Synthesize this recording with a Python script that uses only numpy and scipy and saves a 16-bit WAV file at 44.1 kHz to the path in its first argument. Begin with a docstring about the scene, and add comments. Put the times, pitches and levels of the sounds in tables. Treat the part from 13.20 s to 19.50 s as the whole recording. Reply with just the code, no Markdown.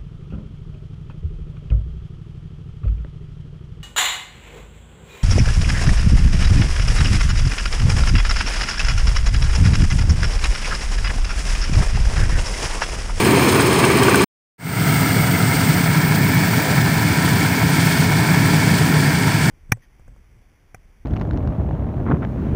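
"""A one-cylinder engine drives a rice thresher in a field, heard from two places with a silence between.
At the straw outlet, periodic firing gives a harmonic exhaust beat; impacts excite the modes of steel
(ticks) and of a loose panel (knocks), and countless small collisions add up to the rush of straw.
Beside the grain heap the machine's low hum fades in, the drum churns in its resonant sheet-metal
housing and grain hisses; straw and grain swell as each sheaf goes through."""
import sys
import numpy as np
from scipy import signal
from scipy.fft import rfft, irfft, next_fast_len
from scipy.io import wavfile
from scipy.ndimage import map_coordinates

SR = 44100
rng = np.random.default_rng(int(sys.argv[2]) if len(sys.argv) > 2 else 0)


def file_out(sig):
    """Save sig as 16-bit WAV at sys.argv[1]."""
    # one column per channel
    cols = np.atleast_2d(sig).T
    # limit, then scale
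    lim = np.clip(cols, -1, 1)
    pcm = np.round(lim * 32767).astype(np.int16)
    wavfile.write(sys.argv[1], SR, pcm)


N = 277830
OUTLET_END_S, HEAP_START_S, HEAP_FULL_S = 1.043, 1.38, 1.68
OUTLET_FIRING_HZ, DRUM_TURN_HZ = 16.75, 12

# Partials of the exhaust at the outlet: firing_multiple, relative_db
EXHAUST_ORDERS = [(5, -35.5), (6, -32.5), (7, -31.5), (8, -27.5), (9, -40), (10, -35), (11, -39.5),
                  (12, -38.5), (13, -45), (14, -46), (15, -42.5), (16, -31.5), (17, -35.5), (18, -42.5),
                  (19, -43.5), (20, -40.5), (21, -43.5), (22, -33), (23, -30.5), (24, -41), (25, -43.5),
                  (26, -41.5), (27, -39.5)]
# Partials of the machine's low hum at the heap, half orders included: pulse_multiple, relative_db
HUM_ORDERS = [(3, -55), (4, -50), (4.5, -52), (5, -48), (5.5, -41), (6, -36), (6.5, -35.5), (7, -32),
              (7.5, -30), (8, -29.5), (9, -36.5), (9.5, -34.5), (10, -24), (10.5, -30), (11, -34),
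              (11.5, -36), (12, -28), (13.5, -42), (14, -39), (17.5, -39), (18, -41), (20, -41)]
# Spectra of exhaust rumble, drum housing, straw and grain at each place: frequency_hz, relative_db
OUTLET_RUMBLE = [(25, -33.5), (48, -29), (70, -11), (125, -8), (172, -6.5), (240, -3.5), (305, -3.5),
                 (340, -3.5), (382, -0.5), (450, -7.5), (540, -14), (700, -41.5), (1190, -120)]
OUTLET_DRUM = [(310, -31.5), (520, -6), (616, -4.5), (694, -3.5), (755, -5.5), (927, 0), (1070, -1.5),
               (1160, -0.5), (1360, -8.5), (1520, -5.5), (2030, -7), (2330, -3), (2800, -11), (3640, -47.5),
               (6160, -120)]
OUTLET_STRAW = [(1650, -31), (2800, -6.5), (3130, 0.5), (3640, -6.5), (4290, -1.5), (4650, -7.5),
                (5200, -2.5), (5710, -12.5), (6380, -7), (7470, -10.5), (8050, -6.5), (8950, -3.5),
                (11300, -22.5), (14700, -53.5), (22000, -120)]
OUTLET_GRAIN = [(6650, -41), (11300, -17), (13500, -1), (15100, 1.5), (15700, -3)]
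HEAP_RUMBLE = [(22, -37), (54, -24), (76, -13), (93, -9), (115, -0.5), (127, -4), (152, 0), (176, -0.5),
               (200, -8), (225, -6.5), (242, -12), (262, -3), (280, -11), (300, -6.5), (340, -16),
               (430, -14), (540, -27), (900, -86)]
HEAP_DRUM_EARLY = [(310, -29), (530, -10), (660, 3), (850, -2), (965, 1.5), (1100, -10), (1330, 5.5),
                   (1400, 1), (1680, 1.5), (1900, -5.5), (2110, 4.5), (2230, 3.5), (2450, -10.5),
                   (2850, -9), (3640, -36)]
HEAP_DRUM_LATE = [(310, -29), (530, -9.5), (660, 0.5), (830, -1.5), (965, 2.5), (1130, -7), (1250, -8.5),
                  (1330, 2), (1400, -2), (1680, 2.5), (1830, 2), (1985, -7.5), (2220, 4), (2520, -7),
                  (2850, -16.5), (3640, -51)]
HEAP_STRAW = [(1650, -15), (2800, -2.5), (3380, 1), (3860, -4), (4570, 1.5), (6600, -6.5), (8540, -2.5),
              (9370, -5), (11300, -21), (14700, -51), (22000, -120)]
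HEAP_GRAIN = [(6650, -46), (11300, -15.5), (12300, -8), (13400, -5), (14700, 4.5), (15700, -5)]
# Modes of the ticking steel and of the loose panel: pitch_hz, relative_db, t60_s
STEEL_MODES = [(3090, -6.5, .015), (4400, -8, 0.013), (5300, -10, 0.014), (6500, -10, .008), (8330, 0, .01),
               (8960, -1.5, .012), (9400, -9.5, .01), (13500, -9, .005)]
PANEL_MODES = [(940, -18, 0.027), (1173, -3.5, 0.056), (1200, -8, .035), (1506, 1, 0.033), (1620, -7, .03),
               (2260, -3.5, .03), (2660, -11, 0.038)]
# Knocks of the panel: start_s, peak_db, nearest_tick_change_db
KNOCKS = [(0.358, -12, -2), (0.396, -9, 2), (0.6374, -3.5, 8), (0.6985, -7, -4), (0.821, -7.5, 7.5),
          (0.8806, -3, 2), (0.942, -4.3, 6), (1.0083, -8, 1.5)]
# Pulse rate of the machine's low hum at the heap: time_s, pulse_hz
HUM_RATE = [(1.4, 14.85), (2.2, 14.95), (3.2, 14.8), (3.9, 14.85), (4.45, 14.7), (5.0, 14.84), (5.7, 14.85),
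            (6.3, 14.7)]
# Bass contour at the heap; hum and rumble follow a share of its swing: time_s, relative_db
THROB = [(1.7, -17.5), (2.11, -16.5), (3.4, -18), (3.44, -24), (3.51, -16.5), (5.38, -16), (5.8, -14),
         (6.16, -18), (6.3, -16)]
# Narrow bands of hiss: centre_hz, half_width_hz, level_db, held_until_s, fall_db_per_s
SINGING_BANDS = [(8460, 370, -35.5, 2.4, 14), (15250, 300, -37, 3.45, 13)]
# Sheaves passing through: peak_s, straw_and_grain_change_db, drum_change_db
SHEAVES = [(1.83, 1.5, .4), (2.45, 1.5, -0.5), (3.37, 0.5, 0.5), (4.15, 1.3, .4), (4.68, 3, .8),
           (5.17, 0.4, 1.4), (5.47, 1.5, 0.7)]
# Swells in the low part of the churning: peak_s, level_db
CHURN_SWELLS = [(2.0, -31), (3.47, -29)]
# Spectrum of those swells: frequency_hz, relative_db
CHURN_BAND = [(230, -40), (380, 0), (600, -1), (780, 1), (1100, -40)]


def amp(db):
    """Amplitude grows tenfold for every 20 dB."""
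    return 10 ** (np.asarray(db) / 20)


def unit(x):
    """Normalisation to rms 1."""
    return x / np.sqrt(np.mean(x ** 2) + 1e-20)


def curve(points):
    """Linear interpolation of (time_s, value) points at every sample."""
    return np.interp(np.arange(N) / SR, *np.transpose(points))


def wobble(rate_hz):
    """Smooth random fluctuation: a spline through Gaussian knots."""
    knots = rng.standard_normal(int(N * rate_hz / SR) + 4)
    return map_coordinates(knots, [np.arange(N) * rate_hz / SR])


def filtered(x, response):
    """Linear filtering multiplies the spectrum by a frequency response."""
    size = next_fast_len(N + SR // 2)
    return irfft(rfft(x, size) * response(np.fft.rfftfreq(size, 1 / SR)), size)[:N]


def coloured(x, spectrum):
    """Source and filter: a spectral envelope shapes the excitation x, returned at rms 1."""
    hz, db = np.transpose(spectrum)
    return unit(filtered(x, lambda f: amp(np.interp(np.log(f + 1), np.log(hz + 1), db))))


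def surge(cycles, depth_db):
    """Amplitude modulation: a gain that swells once a cycle."""
    return unit(amp(depth_db * np.cos(2 * np.pi * cycles)))


def impacts(rate_hz, spread_db):
    """Shot noise: tiny independent impacts of scattered size."""
    hits = rng.random(N) < rate_hz / SR
    return unit(hits * rng.choice([-1, 1], N) * amp(spread_db * rng.standard_normal(N)))


def drone(cycles, orders):
    """Fourier series: the exhaust beat or the low hum is a sum of partials, each wavering in phase."""
    out = np.zeros(N)
    for order, db in orders:
        phase = 2 * np.pi * (order * cycles + rng.random()) + 0.15 * wobble(4.9)
        out += np.sqrt(2) * amp(db) * np.sin(phase)
    return out


def rumble(cycles, spectrum, puff_db):
    """Turbulence in the exhaust gas makes noise, coloured by the booming of the machine's frame."""
    return coloured(rng.standard_normal(N) * surge(cycles, puff_db), spectrum)


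def drum(spectrum, rate_hz, turn_db, bar_db, bars=4):
    """Impact excitation: rows of beater teeth fling stalks and grain against the resonant housing."""
    turns = DRUM_TURN_HZ * np.arange(N) / SR + 0.08 * wobble(2.2)
    beating = surge(turns, turn_db) * surge(2 * turns, turn_db) * surge(bars * turns, bar_db)
    return coloured(impacts(rate_hz, spread_db=2) * beating, spectrum)


def shower(cycles, spectrum, rate_hz, spread_db, shake_db, clump_db):
    """Modulated shot noise: straw or grain strikes metal in clumps, shaken at the machine's pace."""
    flow = surge(cycles, shake_db) * amp(clump_db * wobble(70))
    return coloured(impacts(rate_hz, spread_db) * flow, spectrum)


def strikes(events, modes, contact_s):
    """Modal ringing: each blow's chattering force is convolved with damped modes of random strength."""
    out, t = np.zeros(N + SR), np.arange(SR // 10) / SR
    for start_s, peak_db in events:
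        ring = sum(amp(db + rng.normal(0, 2.7) - 60 * t / t60_s) * np.sin(2 * np.pi * pitch_hz * t)
                   for pitch_hz, db, t60_s in modes)
        chatter = rng.standard_normal(len(t)) * t * np.exp(-(t / contact_s) ** 2)
        blow = signal.fftconvolve(chatter, ring)[:len(t)]
        out[round(start_s * SR):][:len(t)] += amp(peak_db) * blow / np.abs(blow).max()
    return out[:N]


def ticks(first_s=0.0487, gap_s=0.0595, gap_growth_s=0.000136):
    """Brief contact rings high modes of steel about once a cycle, mostly harder next to a knock."""
    cycle = np.arange(int(OUTLET_END_S / gap_s))
    start_s = first_s + gap_s * cycle + gap_growth_s * cycle ** 2 / 2
    peak_db = -15.5 + 1.5 * rng.standard_normal(len(cycle))
    for knock_s, _, change_db in KNOCKS:
        peak_db += change_db * (np.abs(start_s - knock_s) < gap_s / 2)
    return strikes(zip(start_s, peak_db), STEEL_MODES, contact_s=0.0017)


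def knocks():
    """Damped free vibration of a loose panel follows each blow."""
    return strikes([(start_s, db) for start_s, db, _ in KNOCKS], PANEL_MODES, contact_s=0.0045)


def at_outlet():
    """Superposition of the sources close to the engine and the straw outlet."""
    cycles = OUTLET_FIRING_HZ * np.arange(N) / SR
    engine = amp(2) * drone(cycles, EXHAUST_ORDERS)
    engine += amp(-16.5) * rumble(cycles, OUTLET_RUMBLE, puff_db=-0.5)
    churn = drum(OUTLET_DRUM, rate_hz=5000, turn_db=0, bar_db=0)
    straw = shower(cycles, OUTLET_STRAW, rate_hz=11000, spread_db=2, shake_db=1, clump_db=1.05)
    grain = shower(cycles, OUTLET_GRAIN, rate_hz=16000, spread_db=2, shake_db=0.5, clump_db=2)
    return engine + amp(-19.5) * churn + amp(-26) * straw + amp(-32) * grain + knocks() + ticks()


def heap_drum():
    """An equal-power crossfade shifts the colour of the churning at a steady level."""
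    late_share = curve([(2.2, 0.015), (2.9, 0.99)])
    early, late = (drum(spectrum, rate_hz=4500, turn_db=0.45, bar_db=0.1)
                   for spectrum in (HEAP_DRUM_EARLY, HEAP_DRUM_LATE))
    return unit(np.sqrt(1 - late_share) * early + np.sqrt(late_share) * late)


def singing(centre_hz, half_width_hz, level_db, held_until_s, fall_db_per_s):
    """Narrow-band noise is heard as a pitched hiss; it holds, then decays exponentially."""
    fall_db = fall_db_per_s * np.maximum(np.arange(N) / SR - held_until_s, 0)
    band = filtered(rng.standard_normal(N), lambda f: 1 / (1 + ((f - centre_hz) / half_width_hz) ** 2))
    return amp(level_db - fall_db) * unit(band)


def sheaves(half_length_s=0.14):
    """Impact noise follows the flow: each sheaf briefly shifts the hiss and drum levels, in dB."""
    t = np.arange(N) / SR
    return sum(np.outer(changes_db, np.exp(-((t - peak_s) / half_length_s) ** 2))
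               for peak_s, *changes_db in SHEAVES)


def churn_swells(half_length_s=0.12):
    """Band-limited shot noise under Gaussian envelopes gives short, hollow surges."""
    t = np.arange(N) / SR
    gain = sum(amp(db) * np.exp(-((t - peak_s) / half_length_s) ** 2) for peak_s, db in CHURN_SWELLS)
    return gain * coloured(impacts(rate_hz=3000, spread_db=1.5), CHURN_BAND)


def at_heap(throb_share=0.58):
    """Acoustic shadow: beside the grain heap the machine's body screens the engine's clatter."""
    cycles = np.cumsum(curve(HUM_RATE)) / SR
    throb_db = curve(THROB)
    bass = drone(cycles, HUM_ORDERS) + amp(-18.5) * rumble(cycles, HEAP_RUMBLE, puff_db=0)
    bass *= amp(throb_share * (throb_db - throb_db.mean()))
    churn = heap_drum()
    straw = shower(cycles, HEAP_STRAW, rate_hz=9000, spread_db=1.5, shake_db=0.08, clump_db=0.93)
    grain = shower(cycles, HEAP_GRAIN, rate_hz=9000, spread_db=3, shake_db=0.5, clump_db=1.2)
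    # Each level is a base in dB, a slow drift in dB per second and the passing sheaves.
    elapsed_s = np.arange(N) / SR - HEAP_FULL_S
    feed_db, load_db = sheaves()
    churn *= amp(-23 + 0.05 * elapsed_s + load_db)
    straw *= amp(-30 + 0.49 * elapsed_s + feed_db)
    grain *= amp(-31.5 - 0.9 * elapsed_s + feed_db)
    return bass + churn + churn_swells() + straw + grain + sum(singing(*band) for band in SINGING_BANDS)


def scene(cut_s=0.006):
    """Linear gain ramps cut the outlet to silence, then fade in the heap."""
    t = np.arange(N) / SR
    cut = np.clip((OUTLET_END_S - t) / cut_s + 0.5, 0, 1)
    fade = np.clip((t - HEAP_START_S) / (HEAP_FULL_S - HEAP_START_S), 0, 1)
    return (at_outlet() * cut + at_heap() * fade)[None]


def record(dry):
    """Band limiting: a steep low-pass filter removes the highest treble."""
    cutoff_hz, edge_hz = 15800, 100
    return np.array([filtered(dry[0], lambda hz: np.clip((cutoff_hz - hz) / edge_hz + 0.5, 0, 1))])


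dry = scene()
out = record(dry)
file_out(out)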